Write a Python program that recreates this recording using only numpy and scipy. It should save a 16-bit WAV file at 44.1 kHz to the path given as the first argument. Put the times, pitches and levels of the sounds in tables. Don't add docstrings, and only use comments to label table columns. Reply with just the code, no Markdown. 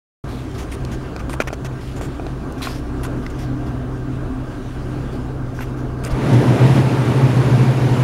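import sys
import numpy as np
from scipy import signal
from scipy.fft import rfft, irfft, next_fast_len
from scipy.io import wavfile
from scipy.ndimage import uniform_filter1d, map_coordinates

SR = 44100
rng = np.random.default_rng(int(sys.argv[2]) if len(sys.argv) > 2 else 0)


def transcribe(u):
    v = np.clip(np.atleast_2d(u).T, -1, 1)
    q = np.round(v * 32767).astype(np.int16)
    wavfile.write(sys.argv[1], SR, q)


def voltage_ratio(level):
    return 10 ** (np.asarray(level, float) / 20)


N = 354123


def unit(x):
    return x / np.sqrt(np.mean(x ** 2) + 1e-20)


def along(points, hz):
    point_hz, values = np.transpose(points)
    return np.interp(np.log(hz + 1), np.log(point_hz + 1), values)


def curves(rows, before=None, after=None):
    times, *columns = np.transpose(rows)
    return [np.interp(np.arange(N) / SR, times, column, before, after) for column in columns]


def wobble(rate):
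    knots = rng.standard_normal(int(N * rate / SR) + 4)
    return map_coordinates(knots, [np.arange(N) * rate / SR])


def ramp(start, lasts):
    return np.clip((np.arange(N) / SR - start) / lasts, 0, 1)


def bump(center, half_width):
    return np.exp(-((np.arange(N) / SR - center) / half_width) ** 2)


def filtered(x, response):
    m = next_fast_len(len(x) + 8192)
    return irfft(rfft(x, m) * response(np.fft.rfftfreq(m, 1 / SR)), m)[:len(x)]


def lift(resonances, f):
    return voltage_ratio(sum(db / (1 + (2 * (f - hz) / width) ** 2) for hz, width, db in resonances))


def rush(spectrum, patchy_db, resonances=()):
    z = signal.stft(rng.standard_normal(N), nperseg=512)[2]
    field = uniform_filter1d(rng.standard_normal(z.shape), size=6, axis=0)
    field = uniform_filter1d(field, size=12, axis=1)
    noise = signal.istft(z * voltage_ratio(patchy_db * unit(field)), nperseg=512)[1][:N]
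    return unit(filtered(noise, lambda f: voltage_ratio(along(spectrum, f)) * lift(resonances, f)))


# time_s, rumble_db
PLANT_LEVEL = [(.3, -34), (1.23, -29.5), (1.61, -37), (2.23, -34), (2.5, -40), (2.88, -34.5), (4.14, -31.5),
               (4.97, -40), (5.2, -33), (5.6, -30), (6.3, -36), (6.55, -41), (7.11, -42), (7.54, -33),
               (8.03, -38)]
# time_s, level_db
DUCT_NEARNESS = [(.3, -2), (.8, -0.5), (1.3, -1.5), (1.77, -3.5), (2.2, -0.5), (3.0, 0), (3.25, -0.5),
                 (3.63, 0.5), (3.9, 0), (4.45, -1), (5.3, -.5), (5.45, -1), (5.95, -0.5), (6.05, 4)]
# time_s, level_db
CLOTH_MOTION = [(.3, 1), (.9, 3), (1.1, 1), (1.55, -1.5), (1.72, 2), (2.3, 2), (2.47, -0.5), (3.3, 1),
                (4.1, -1.5), (4.85, 2.5), (5.25, 1), (5.4, -3.5), (5.68, 1), (5.9, -2)]
# pitch_hz, density_db (per Hz)
RUMBLE_SPECTRUM = [(8.8, -41), (15, -8), (38, 4), (63, 0.5), (76, -2), (92, -16), (104, 7), (110, -7),
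                   (140, -53), (240, -120)]
DUCT_SPECTRUM = [(47, -47), (80, -13), (92, -3.5), (108, -8), (130, -3), (156, -9.5), (208, -6.5),
                 (257, -8), (387, -10.5), (418, -14), (689, -22), (1410, -25), (1560, -29), (1760, -35.5),
                 (3000, -49), (3900, -64), (6600, -120)]
HISS_SPECTRUM = [(1060, -23), (1800, -2.5), (2040, -6), (2530, -6), (2790, -6), (4240, -11.5),
                 (9640, -19.5), (14700, -33), (15200, -30)]
# pitch_hz, width_hz, boost_db
AISLE_MODES = [(29, 2.8, 2), (68.3, 3.7, 14), (171, 8.9, 5), (196, 47, -4.5), (289.3, 25, 3),
               (383.5, 11, 4), (697, 113, 4.5), (1170, 113, 3.5), (1584, 74, 9)]


def shop():
    rumble_db, = curves(PLANT_LEVEL)
    near_db, = curves(DUCT_NEARNESS)
    brisk_db, = curves(CLOTH_MOTION)
    rumble = voltage_ratio(rumble_db + 1.15 * wobble(11)) * rush(RUMBLE_SPECTRUM, 0.29, AISLE_MODES)
    duct = voltage_ratio(-28.5 + near_db + 1.1 * wobble(8)) * rush(DUCT_SPECTRUM, 1.13, AISLE_MODES)
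    hiss = voltage_ratio(-50 + brisk_db + 0.7 * wobble(15)) * rush(HISS_SPECTRUM, 1.7)
    return rumble + duct + hiss


HUM_PITCHES = (28.7, 59.2)
# time_s, shaft_db, mains_db
HUM_LEVELS = [(.4, -51, -35.5), (1.4, -51, -33), (1.7, -38, -40), (2.3, -35, -30), (2.56, -42, -37),
              (2.8, -33, -29.5), (3.3, -33, -33), (3.7, -42, -33), (4.33, -33, -42), (5.1, -35, -32),
              (5.4, -33, -40), (6.2, -38, -36)]
# pitch_hz, first_db, last_db
CLOSED_FANS = [
    (131.7, -34.5, -49),
    (126.9, -34, -28.5),
]
# center_s, half_width_s, level_db
FRAME_SHADOWS = [(.63, 0.15, -12), (1.2, 0.056, -22), (1.56, 0.044, -15), (2.52, 0.023, -14),
                 (2.66, .1, -4.5), (3.32, 0.03, -14), (4.32, 0.042, -16), (4.6, 0.24, -5.5),
                 (5.04, 0.04, -2), (5.8, 0.052, -1.5)]


def compressors():
    t = np.arange(N) / SR

    def tone(hz, db, drift):
        level = voltage_ratio(db + 0.87 * wobble(11))
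        return level * np.sqrt(2) * np.sin(2 * np.pi * hz * t + drift * wobble(7))

    levels = curves(HUM_LEVELS, after=-60)
    hum = sum(tone(hz, db, 0.009 * hz) for hz, db in zip(HUM_PITCHES, levels))
    shade_db = sum(db * bump(center, half_width) for center, half_width, db in FRAME_SHADOWS)
    shade_db = shade_db - 40 * ramp(6.15, 0.1)
    passed = ramp(2.3, 1.1)
    fans = sum(tone(hz, first_db + (last_db - first_db) * passed + shade_db, 0.87)
               for hz, first_db, last_db in CLOSED_FANS)
    return hum + fans


# pitch_hz, width_hz, boost_db
DUCT_MODES = [(240, 14, 17.5), (258.1, 17, 27), (296, 22, 25)]


def grilles():
    near_db, = curves(DUCT_NEARNESS[:-1], after=-20)
    level = voltage_ratio(-38 + 2.2 * near_db + 5.8 * ramp(1.8, 1.4) + wobble(6))
    return level * rush([(150, -40), (230, -3.5), (310, -0.5), (450, -42)], 0.6, DUCT_MODES)


# start_s, length_s, level_db, pitch_hz
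CLOTH_RUBS = [(.269, 0.13, -46, 3980), (0.538, 0.049, -46.5, 5000), (0.578, 0.048, -39.5, 6200),
              (0.916, 0.031, -42.5, 6400), (1.0, 0.035, -56, 5000), (1.803, 0.058, -48, 5000),
              (1.87, 0.029, -45, 3000), (1.913, .012, -50, 4600), (1.958, .031, -44.5, 6960),
              (2.011, 0.046, -41.5, 7500), (2.575, 0.035, -47, 6000), (2.615, 0.048, -30, 4070),
              (2.668, 0.057, -37.5, 5000), (2.735, 0.054, -43.5, 5460), (3.22, .05, -52, 5000),
              (3.296, 0.018, -47, 7000), (3.38, 0.058, -43.5, 5600), (3.659, .033, -51, 5000),
              (5.119, .04, -49, 4500), (5.532, 0.11, -49, 6000), (5.767, 0.043, -51.5, 6000)]
# start_s, length_s, level_db, pitch_hz, body_db (below 3 kHz)
FINGER_SLIPS = [(0.713, 0.039, -38.5, 9000, 0), (1.19, 0.023, -43, 6000, 9),
                (1.297, 0.053, -40.5, 9000, -1), (1.329, 0.014, -34.5, 8650, 7),
                (1.401, 0.022, -31, 6160, 10), (1.473, 0.016, -36, 6000, 10.5),
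                (1.532, 0.011, -36.5, 6050, 5), (1.647, 0.024, -37, 6030, 5), (3.031, 0.021, -35, 10500, 1),
                (3.047, 0.021, -39.5, 7000, 2), (5.607, 0.034, -42.5, 12500, 9),
                (6.035, 0.024, -37.5, 8300, 3.5), (6.057, .028, -37.5, 8950, 6),
                (6.109, .017, -39, 5000, -4), (6.33, .02, -36, 6000, -1)]
# pitch_hz, width_hz, boost_db
HOUSING_MODES = [(6200, 430, -2), (8600, 880, 0), (12500, 1400, 3.5), (3320, 690, 6)]


def scuffs():
    out, t = np.zeros(N + SR), np.arange(SR // 5) / SR
    # body_db (rubs only), fall_db, release t60 over the length
    rows = [row + (-1.5, -3, 2) for row in CLOTH_RUBS] + [row + (-6.5, 0.25) for row in FINGER_SLIPS]
    for start, length, db, hz, body_db, fall_db, tail in rows:
        bright_noise, body_noise, grit = rng.standard_normal((3, len(t)))

        def bright_gain(f):
            edges = 1 / (1 + (2600 / (f + 1)) ** 2) / (1 + f / (0.28 * hz)) / (1 + (f / 14000) ** 6)
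            return edges * lift(HOUSING_MODES + [(hz, 0.22 * hz, 9)], f)

        def body_gain(f):
            edges = f / (f + 400) / (1 + (f / 2900) ** 12)
            return edges * lift([(2750, 210, 3.5), (1380, 3000, 6.3)], f)

        bright = unit(filtered(bright_noise, bright_gain))
        body = voltage_ratio(body_db) * unit(filtered(body_noise, body_gain))
        struck = min(abs(tick[0] - start) for tick in CLICKS) < 0.004
        rise = np.clip(t / (0.001 if struck else 0.2 * length), 0, 1)
        fade = voltage_ratio(-60 * np.clip(t - length, 0, 1) / (0.012 + tail * length))
        stick_slip = unit(voltage_ratio(1.3 * unit(uniform_filter1d(grit, size=120))))
        level = voltage_ratio(np.interp(t, [0, length], [db, db + fall_db]))
        out[round(start * SR):][:len(t)] += level * rise * fade * stick_slip * (bright + body)
    return out[:N]


# start_s, peak_db, pitch_hz
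CLICKS = [(.514, -33, 5690), (.85, -22.5, 4140), (.9138, -33, 3060), (1.164, -22, 4250), (1.295, -23, 4200),
          (1.3514, -34, 6000), (1.403, -27, 3010), (1.4364, -37, 4730), (1.4725, -33, 3450),
          (1.529, -27, 6020), (1.6457, -35, 6080), (1.8108, -35, 3490), (2.0113, -40, 3890),
          (2.2666, -24.5, 3410), (2.524, -29, 7000), (3.265, -23, 3600), (5.6064, -39, 3100),
          (5.6574, -41, 3250), (6.0494, -16, 6960), (6.105, -28, 4140)]


def ticks():
    out, t = np.zeros(N + SR), np.arange(SR // 20) / SR
    for start, db, hz in CLICKS:
        def gain(f):
            bell = 1 / (1 + ((f - hz) / (0.5 * hz)) ** 2)
            return bell + 0.1 * (f > hz) / (1 + (f / 11000) ** 4)

        crack = unit(filtered(rng.standard_normal(len(t)), gain))
        out[round(start * SR):][:len(t)] += voltage_ratio(db - 7.5 - 60 * t / 0.011) * crack
    return out[:N]


# start_s, peak_db, ring_hz, t60_s, shell_db
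TAPS = [(0.724, -24, 2120, 0.017, -7), (1.163, -25, 660, 0.013, -1), (1.199, -20, 1220, 0.032, -21),
        (1.296, -19.5, 1000, 0.012, -9), (1.338, -17.5, 900, 0.024, -17), (1.4027, -2.5, 580, 0.012, -7),
        (1.473, -15, 587, 0.012, -20), (1.504, -19, 681, 0.016, -13), (1.529, -15, 624, 0.025, -16),
        (1.646, -18, 650, 0.026, -14), (1.713, -30, 657, 0.013, -7), (2.012, -13, 624, 0.0094, -22),
        (2.197, -18.5, 694, 0.023, -14), (2.266, -18.5, 656, 0.021, -22), (2.611, -20.5, 1130, 0.017, -22),
        (2.671, -15, 1070, 0.023, -9), (3.048, -19, 1485, 0.03, -19), (3.264, -19, 2010, 0.014, -14.5),
        (4.376, -38, 719, 0.0091, -10), (4.762, -26, 696, 0.013, -11), (5.590, -17.5, 1530, 0.018, -20),
        (5.607, -17.5, 800, 0.0084, -8), (6.511, -21, 684, 0.013, -11)]


def knocks():
    out, t = np.zeros(N + SR), np.arange(SR // 20) / SR
    shell_hz = 2440

    def note(hz):
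        return np.sin(2 * np.pi * hz * t)

    for start, db, hz, t60, shell_db in TAPS:
        shell = note(shell_hz) - 1.6 * note(0.58 * shell_hz)
        ring = note(hz) + 0.76 * note(0.684 * hz) + voltage_ratio(shell_db) * shell
        noise = rng.standard_normal(len(t))
        crack = unit(filtered(noise, lambda f: f / (f + hz) / (1 + (f / 3000) ** 4)))
        attack_s = 0.003 if t60 > 0.025 else 0.00035
        envelope = voltage_ratio(db - 60 * t / t60) * (1 - np.exp(-t / attack_s))
        out[round(start * SR):][:len(t)] -= envelope * (ring + 0.066 * crack)
    return out[:N]


# time_s, level_db
CASE_NEARNESS = [(6.09, -10), (6.3, 0), (6.47, 0), (6.78, 3), (6.84, -1), (7.05, -0.5), (7.64, 0),
                 (7.76, -2), (8.0, 0)]
FAN_PITCHES = (120.1, 126.7, 133.3)
# facing_shelves_db, bent_down_db
FAN_LEVELS = [(-15.5, -18), (-24.5, -28), (-30, -17)]
# pitch_hz, density_db (per Hz)
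STREAM_SPECTRUM = [(29, -56), (50, -40), (70, -19.5), (100, -17.5), (131, -1), (155, -13.5), (183, -12),
                   (311, -12), (425, -15), (1450, -30.5), (7810, -52), (10400, -55), (15700, -66.5)]
# pitch_hz, width_hz, boost_db
CABINET_MODES = [(154, 14, 5), (184, 12, -1), (239, 43, 4), (400, 5.5, 0.5), (918, 100, 4),
                 (2260, 1800, 4.5), (10500, 670, 4)]


def open_case():
    t = np.arange(N) / SR - 7.09
    near_db, = curves(CASE_NEARNESS, before=-60)
    bent = ramp(6.35, 0.45)

    def blade(hz):
        level = voltage_ratio(1.4 * wobble(16) + 1.2 * wobble(3.03))
        return level * np.sqrt(2) * np.cos(2 * np.pi * hz * t + 0.2 * wobble(5))

    fans = sum(voltage_ratio(up_db + (down_db - up_db) * bent) * blade(hz)
               for hz, (up_db, down_db) in zip(FAN_PITCHES, FAN_LEVELS))
    door_db = -12 * bump(6.285, 0.035) + 3.5 * bump(6.35, 0.03)
    tones = voltage_ratio(1.75 * np.minimum(near_db, 0) + door_db) * fans

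    air = rush(STREAM_SPECTRUM, 1.0, CABINET_MODES)
    low = filtered(air, lambda f: 1 / (1 + (f / 700) ** 4))
    top = filtered(air, lambda f: 1 - 1 / (1 + (f / 2800) ** 4))
    swing_s, swing_wide_s, swing_db = 6.33, 0.24, 4.5
    roar = voltage_ratio(-19 + swing_db * bump(swing_s, swing_wide_s) + 0.36 * near_db) * unit(low)
    middle_db = -31.5 + 0.27 * swing_db * bump(swing_s - 0.1, swing_wide_s)
    middle = voltage_ratio(middle_db) * unit(air - low - top)
    hiss = voltage_ratio(-38.5) * unit(top)
    return tones + voltage_ratio(near_db) * (roar + middle + hiss)


# start_s, level_db, pitch_hz, t60_s
AIR_PUSHES = [
    (6.123, -1, 50, 0.077),
    (7.905, -14, 45, .08),
]


def puffs():
    out = np.zeros(N)
    for start, db, hz, t60 in AIR_PUSHES:
        age = np.clip(np.arange(N) / SR - start, 0, 1)
        out += voltage_ratio(db - 60 * age / t60) * (1 - np.exp(-age / 0.006)) * np.sin(2 * np.pi * hz * age)
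    return out


def scene():
    background = shop() + compressors() + grilles()
    handling = scuffs() + ticks() + knocks()
    return (background + handling + open_case() + puffs())[None]


def band_limit(x):
    return signal.sosfilt(signal.butter(12, 16210, fs=SR, output="sos"), x)


# pitch_hz, density_db (per Hz)
MIC_NOISE = [(3000, -30), (6000, 0), (10000, -3), (15500, -9)]
# pitch_hz, level_db
CAMERA_WHINE = [(15735, -80)]
# rate_hz, peak_s
WHINE_THROB = (13.485, .516)


def record(dry):
    t = np.arange(N) / SR
    start_s, top_hz = 0.2395, 15790
    whine_hz, whine_db = CAMERA_WHINE[0]
    throb_hz, peak_s = WHINE_THROB

    def response(f):
        notch = 1 - 0.89 / (1 + ((f - whine_hz / 2) / 70) ** 2)
        return notch * np.where(f < top_hz, 1, 0.02)

    x = dry[0] + voltage_ratio(-67) * rush(MIC_NOISE, 0.3)
    x = filtered(x * np.clip((t - start_s) / 0.0015, 0, 1), response)
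    throb = 1 + 0.7 * np.cos(2 * np.pi * throb_hz * (t - peak_s))
    x = x + voltage_ratio(whine_db + 3) * throb * np.sin(2 * np.pi * whine_hz * t)
    x = x / (1 + np.abs(x / 0.99) ** 8) ** (1 / 8)
    return band_limit((x * (t > start_s - 0.003))[None])


dry = scene()
out = record(dry)
transcribe(out)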